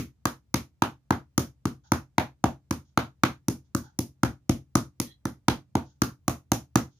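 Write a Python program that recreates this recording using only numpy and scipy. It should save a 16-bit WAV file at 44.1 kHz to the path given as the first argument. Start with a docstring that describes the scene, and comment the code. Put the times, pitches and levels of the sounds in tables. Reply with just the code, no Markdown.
"""A wooden mallet pounds raw meat on a wooden board, close to a stereo microphone in a small kitchen.
Each blow sums decaying sine modes (board and table thump, wood knocks) and shaped noise (crack, wet slap
and the slap's treble). A mirrored echo and a diffuse noise tail from the walls follow after a short gap.
Faint rustles, one thin scrape and the low rumble and hiss of the quiet room are filtered noise."""
import sys
import numpy as np
from scipy import signal
from scipy.fft import rfft, irfft, next_fast_len
from scipy.io import wavfile
from scipy.ndimage import map_coordinates

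SR = 44100
rng = np.random.default_rng(int(sys.argv[2]) if len(sys.argv) > 2 else 0)


def convert_level_to_amplitude(level_db):
    """Map a level in decibels to its linear amplitude factor."""
    exponent = np.asarray(level_db, float) / 20
    return 10 ** exponent


def to_wav(s):
    """Save 16-bit WAV."""
    ch = np.atleast_2d(s).T  # columns
    pcm = np.round(np.clip(ch, -1, 1) * 32767)  # PCM
    wavfile.write(sys.argv[1], SR, pcm.astype(np.int16))


N = 308259
BLOW_LENGTH = SR // 2  # samples kept of each blow, and of each rustle

# Blows of the mallet: t/s, thump level/dB, board knock level/dB, mallet knock level/dB,
# crack level/dB, wet slap level/dB
BLOWS = [(-0.0221, -16.5, -43, -34, -34.5, -32.5), (0.2536, -19.5, -26.5, -21.5, -34.5, -30.5),
         (0.541, -16.5, -29.5, -27, -29, -28), (0.82, -16, -19.5, -19.5, -30, -33),
         (1.1054, -14.5, -20, -20.5, -34.5, -36.5), (1.3777, -14, -30, -25, -33.5, -26),
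         (1.6533, -17, -36.5, -29.5, -41.5, -37.5), (1.918, -14, -22, -21, -32.5, -29.5),
         (2.1804, -16, -18, -23.5, -26, -33.5), (2.4394, -13, -19, -24, -35, -34),
         (2.708, -18.5, -32.5, -29, -39, -33.5), (2.9737, -16, -22, -18, -29, -34.5),
         (3.2342, -13.5, -22, -16, -24.5, -29.5), (3.4825, -15.5, -36.5, -36, -41, -31),
         (3.7479, -17, -39, -29.5, -44.5, -31.5), (3.9883, -19, -38.5, -43.5, -43, -30.5),
         (4.2319, -13, -25, -22.5, -33.5, -32), (4.4932, -12, -31, -33, -35, -30.5),
         (4.7529, -12, -25.5, -21, -35.5, -25.5), (4.999, -21, -40, -38.5, -37.5, -29.5),
         (5.2529, -20.5, -34, -33, -44.5, -39), (5.4818, -12.5, -19.5, -21.5, -26, -28),
         (5.752, -14.5, -22.5, -28, -37.5, -38.5), (6.0177, -15, -33.5, -21.5, -34, -28),
         (6.2791, -17.5, -27.5, -24.5, -34.5, -28.5), (6.517, -15, -23.5, -26.5, -32.5, -24.5),
         (6.7555, -11, -24, -19.5, -31.5, -26)]
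# Bass modes of board, table and room air, before each blow's tilt:
# f/Hz, level/dB, early decay t60/s, polarity (+1 or -1)
THUMP_MODES = [(72.1, -24.5, .289, -1), (81.6, -15, .2, -1), (103.4, -19.8, .156, 1),
               (118.2, -15.8, .265, 1), (124.1, -11.3, .182, 1), (133.2, -25.9, .6, 1),
               (139.1, -31.8, .6, -1), (162, -18.1, .185, 1), (177.9, -20.4, .249, -1),
               (191, -14.7, .172, -1), (214.3, -11, .153, -1), (228.5, -4.1, .158, -1), (235, -1, .069, 1),
               (243.8, -3.7, .155, -1), (272.7, -8, .15, -1), (289.7, -22.6, .314, -1),
               (297.7, -1.9, .049, 1), (322.7, -12.7, .176, 1), (332.3, -19.4, .232, 1),
               (369.8, -11.3, .069, -1)]
# Knock modes, relative levels and centre values before scatter: f/Hz, level/dB, t60/s
TABLE_MODES = [(422, 0, 0.062), (530, 3, 0.038), (654.5, -6, 0.011)]
BOARD_MODES = [(702, -4, 0.0033), (777, 1, 0.021), (930, 10, 0.013)]
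MALLET_MODES = [(1184, 2, 0.016), (1250, 4, 0.013), (1400, -11, 0.023), (1573, -16, 0.052)]
# Noise spectra of the crack, the wet slap and the slap's treble: f/Hz, relative level/(dB per Hz)
CRACK_SPECTRUM = [(1750, -20), (2050, 12), (2700, 4.5), (3800, 6), (4600, 4.5), (6000, -32.5)]
SLAP_SPECTRUM = [(3000, -21), (4500, -4), (6400, 7), (6900, 2.5), (7300, -15), (8000, -29)]
SLAP_TREBLE_SPECTRUM = [(6500, -30), (7300, -8.5), (8200, -4.5), (10000, 1), (13000, -1), (15300, -9),
                        (15900, -20), (16800, -42)]
# Share of the blow sent to the walls: f/Hz, level/dB
WALL_SEND = [(60, -1.5), (250, -24), (500, -1), (1000, -9.5), (3000, -2), (5500, -8), (6700, -7),
             (7400, -15), (9000, -7.5), (12000, -6), (15300, -3), (15800, -42)]
# Early decay of the kitchen's reverberation: f/Hz, t60/s
KITCHEN_DECAY = [(150, 0.32), (400, 0.22), (1000, 0.22), (3000, 0.21), (6500, 0.23), (12000, 0.21)]
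# Likeness of left and right in stereo noise: f/Hz, correlation (0 to 1)
LIKENESS = [(100, .97), (300, 0.43), (600, 0.54), (900, .6), (1400, .2), (3000, 0.01)]
# Faint rustles between blows: t/s, length/s, hiss level/dB, hollow tone level/dB
RUSTLES = [(1.835, 0.041, -68, -66), (2.845, .05, -76.5, -89.5), (3.64, 0.024, -81, -89.5),
           (3.83, 0.035, -65, -57), (5.84, 0.076, -71, -76), (6.9, 0.076, -75.5, -94)]
# Noise spectrum of the rustles' hiss: f/Hz, relative level/(dB per Hz)
RUSTLE_HISS = [(2200, -30.5), (3300, -4), (4500, -6.5), (6300, -1), (6900, -2), (7300, -33)]
# Resonances of the rustles' hollow tone: f/Hz, width/Hz, relative level/dB
HOLLOW_BANDS = [(862, 140, -1.5), (1470, 260, -5.5)]
# One thin scrape: t/s, length/s, level/dB
SCRAPE = (5.055, 0.075, -59.5)
# Resonances of the scrape's three streaks: f/Hz, width/Hz, relative level/dB
STREAK_BANDS = [(1870, 140, -4), (3320, 230, -1.5), (4020, 250, -1)]
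# Noise spectrum of the quiet room: f/Hz, relative level/(dB per Hz)
ROOM_SPECTRUM = [(25, -29.5), (50, -5), (73, 7.5), (100, -3), (130, -1.5), (170, -9.5), (220, -12.5),
                 (310, -20), (450, -27), (1000, -33.5), (3000, -40), (6500, -41), (7300, -43),
                 (12000, -48.5), (15400, -45.5), (15700, -81.5)]
# Balance of the microphone's two ports: f/Hz, left minus right level/dB
PORT_BALANCE = [(100, 0.5), (1000, -0.7), (2500, -1.5), (5000, -2), (9000, -1), (13000, 0)]


def mallet():
    """Superposition: a blow is the sum of its modes, its noise bursts and their reflections."""
    out = np.zeros((2, N + 2 * BLOW_LENGTH))
    t = np.arange(BLOW_LENGTH) / SR
    for s, thump_db, board_db, mallet_db, crack_db, slap_db in BLOWS:
        treble_db = slap_treble_level(thump_db, board_db, slap_db)
        low = convert_level_to_amplitude(thump_db) * thump(t, tilt_db=0.5, side_db=0.5)
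        sharp = contact(t, thump_db, board_db, mallet_db, crack_db, slap_db, treble_db)
        direct = low + sharp
        start = BLOW_LENGTH + round(s * SR)
        out[:, start:start + BLOW_LENGTH] += direct + echo(sharp) + walls(direct, gap=0.013, blur=0.19)
    return out[:, BLOW_LENGTH:BLOW_LENGTH + N]


def thump(t, tilt_db, side_db):
    """Modal excitation: the bass modes start together, tilted in pitch and side by where the mallet lands."""
    hz, db, t60, polarity = np.transpose(THUMP_MODES)[:, :, None, None]
    octave = np.log2(hz / 200)
    tilt, bend = tilt_db * rng.standard_normal(2)
    side = side_db * rng.standard_normal(2)
    db = db + tilt * octave + bend * octave ** 2
    db = db + (side[0] + side[1] * octave) * [[1], [-1]]  # left, right
    modes = polarity * convert_level_to_amplitude(db - 60 * t / t60) * np.sin(2 * np.pi * hz * t)
    return np.sum(modes, 0) * fading(t, seconds=0.25)


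def contact(t, thump_db, board_db, mallet_db, crack_db, slap_db, treble_db):
    """Impact sequence: the table starts first, the wet skin bursts next, then wood meets wood."""
    wet = np.maximum(t - 0.0008, 0)
    hard = np.maximum(t - 0.0013, 0)  # the meat gives way before wood feels wood
    table = convert_level_to_amplitude(thump_db - 24) * knock(t, TABLE_MODES, scatter_db=7.5, attack=0.0073, turn=0.31)
    board = convert_level_to_amplitude(board_db) * knock(hard, BOARD_MODES, scatter_db=4.5, attack=0.00087, turn=0.29)
    head = convert_level_to_amplitude(mallet_db) * knock(hard, MALLET_MODES, scatter_db=4.0, attack=0.00036, turn=1.0)
    crack = convert_level_to_amplitude(crack_db) * burst(hard, CRACK_SPECTRUM, rise=0.00067, t60=0.0071, after_db=-9)
    slap = convert_level_to_amplitude(slap_db) * burst(wet, SLAP_SPECTRUM, rise=0.00034, t60=0.0059, after_db=-15)
    treble = convert_level_to_amplitude(treble_db) * burst(wet, SLAP_TREBLE_SPECTRUM, rise=0.00028, t60=0.007, after_db=-17.0)
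    return table + board + head + crack + slap + treble


def knock(t, modes, scatter_db, attack, turn):
    """Damped free vibration: short wood modes, each side with its own strength and phase (turn in rad)."""
    hz, db, t60 = np.transpose(modes)[:, :, None, None]
    hz = hz * (1 + 0.035 * rng.standard_normal(hz.shape))
    db = db + scatter_db * rng.standard_normal(hz.shape)
    db = db + 1.5 * rng.standard_normal((len(modes), 2, 1))  # left and right apart
    lead = turn * rng.standard_normal((len(modes), 2, 1))
    # the minus sign makes a mode without phase lead start with a dip in pressure
    ring = -convert_level_to_amplitude(db - 60 * t / t60) * np.sin(2 * np.pi * hz * t + lead)
    return first_10ms(ring.sum(0) * (1 - np.exp(-t / attack)) ** 2)


def burst(t, spectrum, rise, t60, after_db):
    """Two-stage decay of a noise puff: a sharp spike, then a weaker, slower fizz."""
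    spike = convert_level_to_amplitude(-60 * t / t60)
    fizz = convert_level_to_amplitude(after_db - 60 * t / 0.031)
    onset = (1 - np.exp(-t / rise)) ** 2
    return first_10ms(pair(len(t), spectrum) * onset * (spike + fizz))


def slap_treble_level(thump_db, board_db, slap_db):
    """Level relation: the slap's treble follows the slap and is lower on heavy blows (dB)."""
    return -10 + slap_db - 0.08 * board_db - 0.3 * thump_db


def echo(sharp):
    """Specular reflection: the nearest hard surface returns the sharp part, mirrored left to right."""
    delay = round(0.015 * SR)
    return convert_level_to_amplitude(-16) * np.pad(sharp[::-1], ((0, 0), (delay, 0)))[:, :BLOW_LENGTH]


def walls(x, gap, blur):
    """Diffuse reverberation: after a gap in s a new noise tail, coloured by the blow, dies away."""
    # the walls gather the blow from all sides, so only its broad colour reaches them
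    total = np.cumsum(np.mean(np.abs(rfft(x)) ** 2, 0))
    bins = np.arange(len(total))
    low = bins / (1 + blur)
    high = bins * (1 + blur) + 1
    power = (np.interp(high, bins, total) - np.interp(low, bins, total)) / (high - low)
    bin_hz = bins * SR / BLOW_LENGTH
    noise = filtered(pair(BLOW_LENGTH, WALL_SEND), lambda hz: np.interp(hz, bin_hz, np.sqrt(power)))
    # each frequency decays at its own rate
    hz, frames, z = signal.stft(noise, SR, nperseg=256)
    decay = convert_level_to_amplitude(-60 * frames / along(KITCHEN_DECAY, hz)[:, None])
    tail = signal.istft(z * decay, SR, nperseg=256)[1][:, :BLOW_LENGTH]
    late = np.maximum(np.arange(BLOW_LENGTH) / SR - gap, 0)
    onset = 1 - np.exp(-late / 0.0028)
    return convert_level_to_amplitude(-26.0) * tail * onset * fading(late, seconds=0.15)


def fading(t, seconds):
    """Accelerating decay: the loss in dB grows as time cubed, reaching 10 dB at the given seconds."""
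    return convert_level_to_amplitude(-10 * (t / seconds) ** 3)


def rustles():
    """Filtered noise: each rustle mixes a high hiss with a hollow tone."""
    attack, t60 = 0.0042, 0.2  # s
    out = np.zeros((2, N))
    for s, length, hiss_db, hollow_db in RUSTLES:
        out += convert_level_to_amplitude(hiss_db) * rub(s, length, lambda hz: convert_level_to_amplitude(along(RUSTLE_HISS, hz)), attack, t60)
        out += convert_level_to_amplitude(hollow_db) * rub(s, length, bands(HOLLOW_BANDS), attack, t60)
    return out


def scrape():
    """Resonant filtering: one thin scrape sings in three streaks of noise."""
    s, length, db = SCRAPE
    return convert_level_to_amplitude(db) * rub(s, length, bands(STREAK_BANDS), attack=0.0075, t60=0.13)


def rub(s, length, colour, attack, t60):
    """Amplitude modulation: coloured noise rises, holds unevenly for its length and dies away."""
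    t = np.arange(BLOW_LENGTH) / SR
    shape = (1 - np.exp(-t / attack)) ** 2 * convert_level_to_amplitude(-60 * np.maximum(t - length, 0) / t60)
    uneven_db = 1.5 * map_coordinates(rng.standard_normal(64), [np.linspace(0, 40, BLOW_LENGTH)])
    noise = unit(filtered(rng.standard_normal((2, BLOW_LENGTH)), colour))
    noise = noise * convert_level_to_amplitude(uneven_db) * shape
    return np.pad(noise, ((0, 0), (round(s * SR), N)))[:, :N]


def bands(table):
    """Superposed resonances: a colour made of peaks with wide skirts."""
    return lambda f: sum(convert_level_to_amplitude(db) / (1 + (2 * (f - hz) / width_hz) ** 2) for hz, width_hz, db in table)


def hush():
    """Stationary noise: the quiet room is a low rumble and a trace of hiss."""
    return convert_level_to_amplitude(-64.0) * unit(pair(N, ROOM_SPECTRUM))


def pair(size, spectrum):
    """Partial coherence: stereo noise, alike in the bass and unrelated in the treble."""
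    def mid_side(hz):
        turn = np.arccos(np.clip(along(LIKENESS, hz), 0, 1)) / 2
        return convert_level_to_amplitude(along(spectrum, hz)) * [np.cos(turn), np.sin(turn)]

    mid, side = filtered(rng.standard_normal((2, size)), mid_side)
    return np.array([mid + side, mid - side])


def filtered(x, response):
    """Linear filtering: the spectrum of x is multiplied by a response of frequency."""
    m = next_fast_len(x.shape[-1] + 8192)
    return irfft(rfft(x, m) * response(np.fft.rfftfreq(m, 1 / SR)), m)[..., :x.shape[-1]]


def along(points, hz):
    """Logarithmic pitch scale: (f/Hz, value) points joined by lines on a log axis."""
    f, v = np.transpose(points)
    return np.interp(np.log(hz + 1), np.log(f + 1), v)


def unit(x):
    """Mean-square normalisation: x scaled to rms 1."""
    return x / np.sqrt(np.mean(x ** 2) + 1e-20)


def first_10ms(x):
    """Onset normalisation: x scaled so that its first 10 ms have rms 1."""
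    return x / np.sqrt(np.mean(x[:, :SR // 100] ** 2))


def scene():
    """Superposition of blows, rustles, scrape and quiet room."""
    return mallet() + rustles() + scrape() + hush()


def roll_off(x):
    """The treble ends steeply here."""
    return signal.sosfilt(signal.butter(12, 16760, fs=SR, output="sos"), x)


def record(dry):
    """Band-limited transduction: the microphone's ports differ in balance and loud peaks are rounded."""
    low_hz, top_hz = 30, 16600  # the microphone's reach

    def response(hz):
        reach = (1j * hz / (low_hz + 1j * hz)) ** 2 * (hz < top_hz)
        return reach * convert_level_to_amplitude(np.outer([0.5, -0.5], along(PORT_BALANCE, hz)))

    ports = filtered(dry, response)
    rounded = ports / (1 + np.abs(ports / 0.9) ** 4) ** (1 / 4)
    return roll_off(rounded)


dry = scene()
out = record(dry)
to_wav(out)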